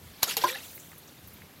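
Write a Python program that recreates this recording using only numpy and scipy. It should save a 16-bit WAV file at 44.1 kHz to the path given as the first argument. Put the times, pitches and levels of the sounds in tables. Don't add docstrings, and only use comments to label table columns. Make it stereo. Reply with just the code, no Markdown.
import sys
import numpy as np
from scipy import signal
from scipy.fft import rfft, irfft, next_fast_len
from scipy.io import wavfile
from scipy.ndimage import uniform_filter1d

SR = 44100
rng = np.random.default_rng(int(sys.argv[2]) if len(sys.argv) > 2 else 0)


def unload_audio(sound):
    columns = np.transpose(np.atleast_2d(sound))
    steps = np.round(np.clip(columns, -1, 1) * 32767)
    wavfile.write(sys.argv[1], SR, steps.astype(np.int16))


N = 70560

# [freq_hz, density_db_per_hz]
AIR_COLOUR = [(70, -25), (150, -5.5), (300, -12), (600, -17.5), (3300, -23.5), (9000, -33), (12800, -23),
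              (15900, -33)]
# [freq_hz, left_over_right_db]
AIR_BALANCE = [(100, 1), (8000, -2), (13000, 4)]
# [freq_hz, correlation]
AIR_ALIKE = [(150, 0.68), (1200, 0.065)]
AIR_DB = -51.5
# [time_s, level_db]
WIND_LEVEL = [(0, -59), (.05, -48), (.13, -52), (.18, -62), (.4, -89), (.6, -59.5), (1.15, -66.5),
              (1.255, -48), (1.29, -53), (1.34, -52.5), (1.6, -61)]
# [freq_hz, density_db_per_hz]
WIND_COLOUR = [(25, -42), (85, 7), (250, -32.5)]

# [time_s, level_db]
FIZZ_LEVEL = [(.2, -63), (.5, -74), (.65, -48), (.8, -51.5), (1.05, -62.5), (1.6, -72)]
# [freq_hz, density_db_per_hz]
FIZZ_COLOUR = [(3000, -86), (6000, 1.5), (9000, -0.5), (16000, -8.5)]

# [start_s, level_db, pitch_hz]
DROPS = [(0.7513, -37.5, 13300), (0.7786, -36.5, 2100), (0.7977, -35, 7200), (0.918, -38, 2030),
         (0.9313, -39, 1420), (0.98, -39.5, 11200), (1.077, -40, 5960), (1.274, -40, 12300),
         (1.334, -44, 12400), (1.4196, -36, 2030)]
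TICK_PEAK_S, TICK_DB, TICK_TILT_DB_PER_OCT = .0003, 1.5, -.8
PUFF_RISE_S, PUFF_T60_AT_1KHZ_S = 0.0019, 0.026
PUFF_WIDTH_LN, PUFF_DB = 0.23, -7

# [start_s, pitch_hz, level_db, hold_s, pitch_rise_share]
TONES = [(.281, 1390, -33.5, 0.0042, -0.048), (.3755, 2750, -26, .008, 0.03),
         (0.371, 465, -35.5, 0.016, -0.04), (0.372, 807, -34.5, .006, -0.011),
         (0.4384, 887, -13, 0.0085, 0.178), (.439, 358.3, -33, 0.021, -0.0058),
         (.44, 591, -35.5, 0.024, 0.0042), (0.441, 1500, -28, 0.009, 0.08), (.456, 1480, -31, .012, -.04),
         (.462, 850, -32, 0.016, 0.25), (0.4905, 2330, -26.5, 0.004, 0.02), (.5, 1850, -30, .004, .01),
         (.485, 430, -41, .05, 0.26), (0.5455, 1720, -34, 0.009, 0.01), (.556, 792, -41.5, 0.0065, 0.0093),
         (.559, 1910, -34, 0.002, .04), (.585, 2650, -35, 0.003, 0.04), (.3037, 3450, -21.5, .001, 0.01)]
TONE_ATTACK_S, TONE_MIN_GLIDE_S = 0.00023, 0.0021
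TONE_T60_CYCLES = 51
FLUTTER_SHARE, FLUTTER_HZ = .24, 250

# [time_s, level_db]
SPLASH_LEVEL = [(.13, -58), (.218, -50.5), (.23, -27), (.25, -35.5), (.27, -35.5), (.3, -29), (.33, -32),
                (.36, -43.5), (.39, -37.5), (.43, -32.5), (.45, -38.5), (.476, -32.5), (.494, -29.5),
                (.515, -36), (.54, -40.5), (.555, -42), (.59, -43.5), (.8, -58.5), (1.6, -61)]
# [freq_hz, density_db_per_hz]
SPLASH_COLOUR = [(120, -48), (268, -25), (481, -8), (1270, -16.5), (3470, -3), (8830, -14.5),
                 (12500, -13.5), (15900, -35)]
GRAINS_PER_S, GRAIN_HZ, GRAIN_SPREAD_LN = 10000, 3600, .55
GRAIN_DECAY_CYCLES, GRAIN_SCATTER_DB, GRAIN_DB = 4, 2.5, -4.5
CLUMP_DB, CLUMP_HZ = 1.8, 120

# [start_s, crack_level_db, tilt_db_per_octave, spray_level_db, spray_hold_s, spray_t60_s]
SNAPS = [(.2310, -5, .5, -20.5, .008, .035), (.3685, -11.5, -.5, -23, .005, .06),
         (.4382, -26, -2.5, -29, .004, .04)]
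# [freq_hz, level_db, time_to_peak_s]
CRACK_RINGS = [(350, -24, .0015), (900, -13, .0008), (2800, -7, .0005), (4200, -2, .0004),
               (6500, -1, .0004), (9600, -4, .0003), (13000, -7, .0003)]
SPRAY_RISE_S, SPRAY_TILT_DB_PER_OCT = .0012, 2.8
THUMP_HZ, THUMP_DB, THUMP_T60_S = 127, -29, 0.03

# [freq_hz, left_over_right_db]
NEAR_BALANCE = [(60, 2), (500, 2.5), (7500, -1.5), (10400, 7.5), (15000, 25.5)]
# [freq_hz, left_lead_rad]
NEAR_PHASE = [(20, 0.32), (860, 0.73), (2330, 0.44), (4650, 6.43), (7240, 19.9), (15600, 27.4)]
# [freq_hz, correlation]
NEAR_ALIKE = [(100, 0.077), (600, 0.82), (2500, 0.057), (10000, 0.2)]
TOP_HZ = 15900


def amp(db):
    return 10 ** (np.asarray(db) / 20)


def unit(x):
    return x / np.sqrt(np.mean(x ** 2) + 1e-20)


def along(points, hz):
    f, v = np.transpose(points)
    return np.interp(np.log(hz + 1), np.log(f + 1), v)


def curve(rows):
    return np.interp(np.arange(N) / SR, *np.transpose(rows))


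def filtered(x, response):
    n = x.shape[-1]
    m = next_fast_len(n + 8192)
    return irfft(rfft(x, m) * response(np.fft.rfftfreq(m, 1 / SR)), m)[..., :n]


def noise(colour, size, patchy_db=0., tilt_db=0.):
    z = signal.stft(rng.standard_normal((2, size)), nperseg=256)[2]
    field = uniform_filter1d(rng.standard_normal(z.shape[1:]), size=4, axis=0)
    field = uniform_filter1d(field, size=4, axis=1)
    pair = signal.istft(z * amp(patchy_db * unit(field)), nperseg=256)[1][:, :size]

    def response(hz):
        return amp(along(colour, hz) + tilt_db * np.log2(hz / 4000 + 0.018))

    return unit(filtered(pair, response))


def add(out, x, start_s):
    k = round(start_s * SR)
    out[..., k:k + x.shape[-1]] += x[..., :N - k]


def ports(pair, alike, balance, phase):
    side = np.array([[1], [-1]])

    def share(hz):
        angle = np.arccos(np.clip(along(alike, hz), -1, 1)) / 2
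        return np.array([np.cos(angle), np.sin(angle)])

    def port_response(hz):
        gain = amp(side * along(balance, hz) / 2)
        return gain * np.exp(.5j * side * along(phase, hz))

    common, opposed = filtered(pair, share)
    return filtered(common + side * opposed, port_response)


def outdoors():
    air = ports(noise(AIR_COLOUR, N, patchy_db=1.85), AIR_ALIKE, AIR_BALANCE, [(20, 0.035)])
    wind = ports(noise(WIND_COLOUR, N), [(20, 0.45)], [(20, 5.1)], [(20, 0)])
    return amp(AIR_DB) * air + amp(curve(WIND_LEVEL)) * wind


def fizz():
    return amp(curve(FIZZ_LEVEL)) * noise(FIZZ_COLOUR, N, patchy_db=3.5)


def drops():
    out, t = np.zeros((2, N)), np.arange(SR // 16) / SR
    for start_s, level_db, pitch_hz in DROPS:
        puff = filtered(rng.standard_normal((2, len(t))),
                        lambda f: 1 / (1 + (np.log(f / pitch_hz + 1e-9) / PUFF_WIDTH_LN) ** 4))
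        t60_s = PUFF_T60_AT_1KHZ_S * np.sqrt(pitch_hz / 1000)
        shape = amp(level_db + PUFF_DB - 60 * t / t60_s) * (1 - np.exp(-t / PUFF_RISE_S))
        add(out, shape * unit(puff), start_s)
        tick_db = level_db + TICK_DB + TICK_TILT_DB_PER_OCT * np.log2(pitch_hz / 1000)
        tick_shape = amp(tick_db) * t / TICK_PEAK_S * np.exp(1 - t / TICK_PEAK_S)
        add(out[0], tick_shape * np.sin(2 * np.pi * pitch_hz * t), start_s)
    return out


def plops_and_slap_rings():
    out, t = np.zeros((2, N)), np.arange(SR // 5) / SR
    for start_s, pitch_hz, level_db, hold_s, rise_share in TONES:
        glide_s = max(TONE_MIN_GLIDE_S, hold_s / 2)
        freq_hz = pitch_hz * (1 + rise_share * (1 - np.exp(-t / glide_s)))
        phase_rad = 2 * np.pi * np.cumsum(freq_hz) / SR
        decay_db = 60 * np.maximum(t - hold_s, 0) * pitch_hz / TONE_T60_CYCLES
        shape = (1 - np.exp(-t / TONE_ATTACK_S)) * amp(level_db - decay_db)
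        slow = filtered(rng.standard_normal((2, len(t))), lambda f: 1 / (1 + (f / FLUTTER_HZ) ** 2))
        in_phase, quadrature = FLUTTER_SHARE * unit(slow)
        tone = (1 + in_phase) * np.sin(phase_rad) + quadrature * np.cos(phase_rad)
        add(out[0], shape * tone, start_s)
    return out


def splash():
    count, length = int(GRAINS_PER_S * N / SR), 400
    u = rng.random((count, 3))
    spread = np.exp(GRAIN_SPREAD_LN * rng.standard_normal((count, 1)))
    freq_hz = np.clip(GRAIN_HZ * spread, 900, 15000)
    t = np.arange(length) / SR
    size = amp(-GRAIN_SCATTER_DB * np.log(u[:, 1:2] + 0.0004))
    shape = np.exp(-freq_hz * t / GRAIN_DECAY_CYCLES) * (1 - np.exp(-freq_hz * t))
    rings = size * shape * np.sin(2 * np.pi * freq_hz * t)
    at = (u[:, :1] * N).astype(int) + np.arange(length)
    lean_rad = 2 * np.pi * u[:, 2:]
    grains = np.array([np.bincount(at.ravel(), (rings * w).ravel(), N + length)[:N]
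                       for w in (np.cos(lean_rad), np.sin(lean_rad))])
    clumps = amp(CLUMP_DB * unit(filtered(rng.standard_normal(N), lambda f: f < CLUMP_HZ)))
    rush = noise(SPLASH_COLOUR, N, patchy_db=5.0)
    return amp(curve(SPLASH_LEVEL)) * (rush + amp(GRAIN_DB) * unit(clumps * grains))


def snaps():
    out, t = np.zeros((2, N)), np.arange(SR // 8) / SR
    for start_s, crack_db, tilt_db, spray_db, hold_s, t60_s in SNAPS:
        crack = np.zeros(len(t))
        for freq_hz, level_db, peak_s in CRACK_RINGS:
            gain = amp(level_db + tilt_db * np.log2(freq_hz / 4000))
            crack += gain * t / peak_s * np.exp(1 - t / peak_s) * np.sin(2 * np.pi * freq_hz * t)
        add(out[0], amp(crack_db) * crack, start_s)
        decay_db = 60 * np.maximum(t - hold_s, 0) / t60_s
        shape = (1 - np.exp(-t / SPRAY_RISE_S)) * amp(spray_db - decay_db)
        spray = noise(SPLASH_COLOUR, len(t), patchy_db=-2.5, tilt_db=tilt_db + SPRAY_TILT_DB_PER_OCT)
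        add(out, shape * spray, start_s)
    thump = amp(THUMP_DB - 60 * t / THUMP_T60_S) * np.sin(2 * np.pi * THUMP_HZ * t)
    add(out[0], thump, SNAPS[0][0])
    return out


def scene():
    water = fizz() + drops() + plops_and_slap_rings() + splash() + snaps()
    return outdoors() + ports(water, NEAR_ALIKE, NEAR_BALANCE, NEAR_PHASE)


def record(dry):
    return filtered(dry, lambda hz: hz < TOP_HZ)


dry = scene()
out = record(dry)
unload_audio(out)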